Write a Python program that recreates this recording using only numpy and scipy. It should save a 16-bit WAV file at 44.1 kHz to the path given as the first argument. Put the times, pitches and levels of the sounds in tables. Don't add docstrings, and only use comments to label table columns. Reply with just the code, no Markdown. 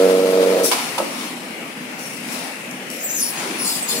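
import sys
import numpy as np
from scipy import signal
from scipy.fft import rfft, irfft
from scipy.io import wavfile
from scipy.ndimage import uniform_filter1d

SR = 44100
rng = np.random.default_rng(int(sys.argv[2]) if len(sys.argv) > 2 else 0)


def dump(signal):
    limited = np.clip(np.atleast_2d(signal).T, -1, 1)
    pcm = np.round(limited * 32767).astype(np.int16)
    wavfile.write(sys.argv[1], SR, pcm)


N = 176400
TIME = np.arange(N) / SR
HZ = np.fft.rfftfreq(N, 1 / SR)
TOP_HZ = 15780


def amp(db):
    return 10 ** (np.asarray(db) / 20)


def unit(x):
    return x / np.sqrt(np.mean(x ** 2) + 1e-20)


def over_pitch(points):
    hz, value = np.transpose(points)
    return np.interp(np.log(HZ + 1), np.log(hz + 1), value)


def over_time(points):
    return np.interp(TIME, *np.transpose(points))


def pan(db):
    return amp(np.array([[db], [-db]]) / 2)


def drift(hz):
    return unit(irfft(rfft(rng.standard_normal(N)) * np.exp(-(HZ / hz) ** 2), N))


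def noise(spectrum):
    # f/Hz, likeness/0-1
    likeness = [(100, 1), (280, 0.8572), (600, 0.6919), (1100, 0), (3000, 0), (16000, 0.0108)]
    # f/Hz, level/dB
    balance = [(60, -3.5), (150, 1), (380, 0.5), (950, 1.5), (2380, 6), (5980, 4.5), (15000, 9)]
    left, other = rfft(rng.standard_normal((2, N)))
    same, lean = np.clip(over_pitch(likeness), -1, 1), amp(over_pitch(balance) / 2)
    right = same * left + np.sqrt(1 - same ** 2) * other
    x = irfft(np.array([left * lean, right / lean]) * amp(over_pitch(spectrum)), N)
    return x / x.mean(0).std()


def ring_body(x, spectrum):
    log_gain = np.log(amp(over_pitch(spectrum)))
    response = np.exp(np.conj(signal.hilbert(np.r_[log_gain, log_gain[-2:0:-1]])))
    return signal.fftconvolve(x, irfft(response[:len(HZ)], N)[:4096])[:N]


def resonate(x, hz, width_hz):
    turn = np.exp(2j * np.pi * np.cumsum(hz * np.ones(len(x))) / SR)
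    decay = np.exp(-np.pi * width_hz / SR)
    return 2 * (turn * signal.lfilter([1 - decay], [1, -decay], x / turn)).real


def swells(rows):
    power = 0
    for start, rise, fade, db in rows:
        onset = np.clip((TIME - start) / rise, 0, 1)
        power += (onset * amp(db - 60 * np.maximum(TIME - start - rise, 0) / fade)) ** 2
    return np.sqrt(power)


def echoes(x, fade_s):
    t = TIME[:SR // 2]
    tail = rng.standard_normal((2, len(t))) * amp(-60 * t / fade_s)
    return signal.fftconvolve(np.atleast_2d(x), tail / np.linalg.norm(tail[0]), axes=1)[:, :N]


def add(mix, start, sound):
    part = mix[round(start * SR):][:len(sound)]
    part += sound[:len(part)]


def left_first(x, lag_s):
    return np.array([x, irfft(rfft(x) * np.exp(-2j * np.pi * HZ * lag_s), N)])


def sputter(x, db, hz, seconds):
    spectra = signal.stft(x, nperseg=1024, noverlap=768)[2]
    patches = rng.standard_normal(spectra.shape[1:])
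    for axis, width in enumerate([hz * 1024 / SR, seconds * SR / 256]):
        n = patches.shape[axis]
        blur = np.exp(-(2 * np.fft.rfftfreq(n) * width) ** 2)
        patches = irfft(rfft(patches, axis=axis) * np.expand_dims(blur, 1 - axis), n, axis=axis)
    return signal.istft(spectra * unit(amp(db * unit(patches))), nperseg=1024, noverlap=768)[1][:, :N]


def machine_room():
    # f/Hz, level/dB
    roar_tone = [(25, -54.5), (95, -35), (125, -18), (170, -8), (235, -3.5), (300, -6), (380, -11.5),
                 (470, -10), (640, -12.5), (820, -13), (1050, -15.5), (1600, -16.5), (2200, -12),
                 (2700, -13), (3400, -22), (6400, -26.5), (10000, -27), (12500, -33.5), (16000, -37.5)]
    # f/Hz, width/Hz, level/dB
    motor_notes = [(248.58, 14.31, -43), (329.97, 4.904, -51.5)]
    hum = 0
    for hz, width, db in motor_notes:
        band = resonate(rng.standard_normal(N), hz, width)
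        hum += amp(db) * unit(resonate(band, hz, width))
    return noise(roar_tone) * amp(-33 + .5 * drift(34.76)) + hum


def slides():
    # start/s, rise/s, fade/s, level/dB
    slide_moves = [(.69, 0.01442, 2.5, -26), (1.03, 0.25453, 0.0021, -29.5), (2.2, 0.15584, 0.9851, -30.5),
                   (2.41, 0.0509, 0.522, -33.5), (3.27, 0.1175, 5, -28.5), (3.86, 0.092, -6.5, -35)]
    carriage_moves = [(.64, 0.0359, 0.5496, -27), (1.0, 0.04534, 0.464, -32), (3.33, 0.15996, 1, -30)]
    # f/Hz, level/dB
    swish_tone = [(60, -48.5), (200, -6), (350, -11), (800, -2), (1600, -5.5), (2300, -2), (3200, -8.5),
                  (5000, -9), (7500, -14), (10500, -11), (13000, -24), (16000, -21.5)]
    rumble_tone = [(60, -56), (150, -18), (220, 5.5), (340, 12.5), (450, 7.5), (700, -9.5), (2000, -38),
                   (16000, -70)]
    travel = uniform_filter1d(swells(slide_moves), round(0.1165 * SR))
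    return noise(swish_tone) * travel + noise(rumble_tone) * swells(carriage_moves)


def valves():
    # start/s, rise/s, fade/s, level/dB
    vents = [(.631, .016, .5, -19), (.76, .1, 2, -38), (1.98, 0.01311, 2.6, -36.5),
             (2.26, 0.0734, 0.557, -34.5), (2.897, 0.01118, 1.72, -36.5)]
    # t/s, level/dB
    tick_times = [(2.344, -32.5), (2.711, -29.5), (2.901, -29.5), (2.914, -34)]
    # f/Hz, level/dB
    spit_tone = [(200, -32), (2800, -15), (4800, -3), (5600, 3.5), (6400, -3), (7800, -1.5), (9400, 1.5),
                 (11600, -2), (12800, -9.5), (16000, -8)]
    spit = noise(spit_tone)
    puffs = swells(vents) * amp(1.2 * drift(64.4))
    ticks = swells([(start, .001, 0.01041, db) for start, db in tick_times])
    return sputter(spit * (puffs + ticks) * pan(db=0.5), db=2.2, hz=300.9, seconds=0.06098)


def squeak(start, length, hz, glide, db, overtone_db):
    t, out = np.arange(0, length, 1 / SR), np.zeros(N)
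    width_hz = 1400 * (6000 / hz) ** 1.6
    arch = np.sqrt(abs(np.sin(np.pi * t / length)))
    for harmonic, level_db in [(1, db), (2, overtone_db), (3, overtone_db - 10)]:
        if harmonic * hz < TOP_HZ:
            band = rng.standard_normal(N)[:len(t)]
            for _ in range(3):
                band = resonate(band, harmonic * (hz + glide * t), width_hz * np.sqrt(harmonic))
            add(out, start, amp(level_db) * unit(band) * arch)
    return out


def exhaust():
    # start/s, rise/s, fade/s, level/dB
    bursts = [(3.07, 0.1376, 0.861, -29), (3.615, 0.06165, 0.7444, -25.5), (3.70, 0.03152, 0.7976, -28.5),
              (3.878, 0.01555, 0.826, -22.5)]
    # f/Hz, level/dB
    hiss_tone = [(200, -28), (3100, -17), (3800, -3), (4500, 4), (5200, 2), (5900, -9), (6700, 6),
                 (9800, 3), (12000, 2), (13500, -1), (16000, -0.5)]
    # start/s, length/s, f/Hz, glide/(Hz per s), level/dB, overtone level/dB
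    seal_notes = [(2.958, 0.02784, 7291, 11999.5, -38, -50.5), (2.998, 0.03676, 6730, 5000, -31, -42),
                  (3.025, 0.05129, 7340, 2000, -26.5, -28.5), (3.07, .06, 6400, 3000, -30, -34),
                  (3.098, .08, 7100, -2000, -25.5, -30), (3.14, .08, 6700, -9000, -25, -24),
                  (3.18, 0.0701, 5700, -11000, -29, -24), (3.22, .1, 5000, -2000, -31, -24),
                  (3.366, 0.03478, 6810, 0, -32.5, -59.5), (3.58, .09, 5254, -1000, -32, -30),
                  (3.645, .09, 4900, -3000, -28, -24), (3.712, 0.0891, 4200, -3000, -31.5, -28),
                  (3.813, 0.062, 8228, -10000, -22.5, -31), (3.88, 0.06557, 4400, -8000, -26, -26.5),
                  (3.939, 0.04974, 4462, -1000, -29, -33)]
    # f/Hz, level/dB
    line_notes = [(4533, -10.5), (6290, 1), (6880, 7), (7345, 3), (7596, 5), (8272, 4), (10128, 3)]
    squeaks = sum(squeak(*row) for row in seal_notes)
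    squeaks = (echoes(squeaks, fade_s=.003) + amp(-2) * echoes(squeaks, fade_s=.16)) * pan(db=5)
    hiss = noise(hiss_tone) * swells(bursts) * amp(.9 * drift(67.8))
    jet = amp(-3.5) * squeaks + hiss
    ringing = [sum(amp(db) * resonate(side, hz, width_hz=45.64) for hz, db in line_notes) for side in jet]
    return amp(-1) * sputter(jet + np.array(ringing), db=4.5, hz=195.97, seconds=0.05502)


def steel_hit(notes, bright_db=0):
    t, out = TIME[:SR // 2], 0
    for hz, db, fade_s in notes:
        level = amp(db + bright_db * (hz > 700) - 60 * t / fade_s)
        out += level * np.cos(2 * np.pi * hz * rng.normal(1, 0.007794) * t)
    return out * np.minimum(t / 0.001243, 1)


def cylinder_and_gate():
    # t/s, level/dB
    clanks = [(0.7138, 3.5), (0.72, 1), (.729, -0.5), (0.785, -6.5), (.826, -12.5)]
    # t/s, level/dB, boost above 700 Hz/dB
    clunks = [(.9795, -11, 19.5), (.9835, -8, 18), (0.9908, -3, -2), (1.0, 4, -0.5), (1.023, -3.5, -11.5),
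              (1.043, -12, 6)]
    # f/Hz, level/dB, fade/s
    stop_notes = [(875.04, -29.5, 0.1866), (1012.7, -23.5, 0.1386), (1062.9, -28.5, 0.1157),
                  (1321.9, -28, 0.2), (1426.5, -27.5, 0.2225)]
    gate_notes = [(200.1, -28, 0.3453), (354.7, -23.5, 0.0772), (539.34, -25.5, 0.08765),
                  (575.47, -13.5, 0.04904), (748.16, -51, 0.0503), (899.7, -18.5, 0.0479),
                  (1093.1, -24.5, 0.04008), (1295.2, -35, 0.1118)]
    # start/s, rise/s, fade/s, level/dB
    latch = [(0.979, 0.004877, 0.06446, -20)]
    # f/Hz, level/dB
    crack_tone = [(200, -20), (700, 7), (1150, 6), (1700, -2.5), (2300, 4.5), (3600, 1.5), (4400, -3),
                  (4950, 2.5), (5700, -5), (11000, -4), (13000, -12), (16000, -17.5)]
    stop, gate = np.zeros((2, N))
    for start, db in clanks:
        add(stop, start, amp(db) * steel_hit(stop_notes))
    for start, db, bright_db in clunks:
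        add(gate, start, amp(db) * steel_hit(gate_notes, bright_db))
    cracks = noise(crack_tone) * swells([(start, .001, 0.1094, db - 19.5) for start, db in clanks] + latch)
    hits = (echoes(stop, fade_s=0.00615) + gate) * pan(db=-1.5) + cracks * pan(db=-4)
    hits = signal.sosfilt(signal.butter(2, 256.4, "high", fs=SR, output="sos"), hits)
    return hits + amp(-5.5) * echoes(hits, fade_s=0.7608)


def food_fizz(cycles):
    # f/Hz, level/dB
    fizz_tone = [(200, -25.5), (700, 5), (1350, -1), (1750, -5), (2400, -5), (3200, -6), (4700, -7),
                 (7500, -12.5), (10500, -10.5), (13000, -17.5), (16000, -19.5)]
    end_s, fade_s = 0.63872, 0.3275
    pulse = unit(1 + 0.1615 * np.exp(-(cycles % 1) / 0.2774))
    fade_db = 60 * np.maximum(TIME - end_s, 0) / fade_s
    return noise(fizz_tone) * pulse * amp(-29 + drift(24.2) - fade_db)


def hopper():
    # t/s, level/dB
    shaking = [(0, 1.5), (.13, -0.5), (.24, -2.5), (.31, -3.5), (.41, -1), (.49, -2.5), (.62, -5.5),
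               (.655, -4.5), (.672, -16.5), (.76, -21), (.85, -51.5), (3.86, -76), (3.93, -21.5),
               (3.97, -18), (4, -21)]
    looseness = [(0, -9.5), (.1, -2), (.3, 3.5), (.5, 4), (.65, 8), (4, 7)]
    # f/Hz, level/dB
    steel_tone = [(40, -73.5), (95, -80.5), (140, -99), (187, -15), (281, -11), (375, -11), (430, -3),
                  (469, 1.5), (562, -5), (656, -12), (760, -28.5), (1000, -55), (1320, -21), (1700, -70.5),
                  (4000, -45.5), (16000, -58.5)]
    rasp_tone = [(100, -52.5), (620, 5), (800, -11), (1350, -12), (2200, -21), (16000, -46.5)]
    # f/Hz, level/dB
    frame_notes = [(302, -37.5), (346, -38), (397, -32), (489.6, -26), (533, -32), (635.3, -31.5)]
    shake_hz, jitter_s, tap_lag_s, knocks_per_s = 93.556, 0.00015185, .003, 130
    cycles = np.cumsum(shake_hz * (1 + 0.0012 * drift(3.6616))) / SR
    beats = np.flatnonzero(np.diff(np.floor(cycles), prepend=-1))
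    slip, blow_size, tap_size = rng.standard_normal((len(beats), 3)).T
    blow_at = np.clip(beats + (slip * jitter_s * SR).astype(int), 0, N - 1)
    blows = np.bincount(blow_at, 1 + 0.05083 * blow_size, N)
    taps = np.bincount(beats + round(tap_lag_s * SR), tap_size, N)[:N]
    knocks = (rng.random(N) < knocks_per_s / SR) * rng.choice([-1, 1], N)
    frame = sum(amp(db + 2 * drift(6.31)) * np.sin(2 * np.pi * (hz * TIME + rng.random()))
                for hz, db in frame_notes)
    drone = amp(-12.5) * unit(ring_body(blows, steel_tone))
    knocking = amp(-27.5) * unit(ring_body(knocks, steel_tone))
    rasp = amp(-33) * unit(ring_body(taps, rasp_tone))
    rattle = (frame + knocking + rasp) * amp(over_time(looseness))
    body = (drone + rattle) * amp(over_time(shaking))
    direct = left_first(body, lag_s=0.0001598) * pan(db=-2)
    return direct + food_fizz(cycles) + amp(-20) * echoes(body, fade_s=.45)


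def scene():
    shaking_hopper = hopper()
    background = sputter(machine_room() + slides(), db=1.5, hz=217.7, seconds=0.08254)
    return background + valves() + exhaust() + cylinder_and_gate() + shaking_hopper


def record(dry):
    low_pass = signal.firwin(601, TOP_HZ, window=("kaiser", 9), fs=SR)
    return signal.oaconvolve(dry, low_pass[None], "same")


dry = scene()
out = record(dry)
dump(out)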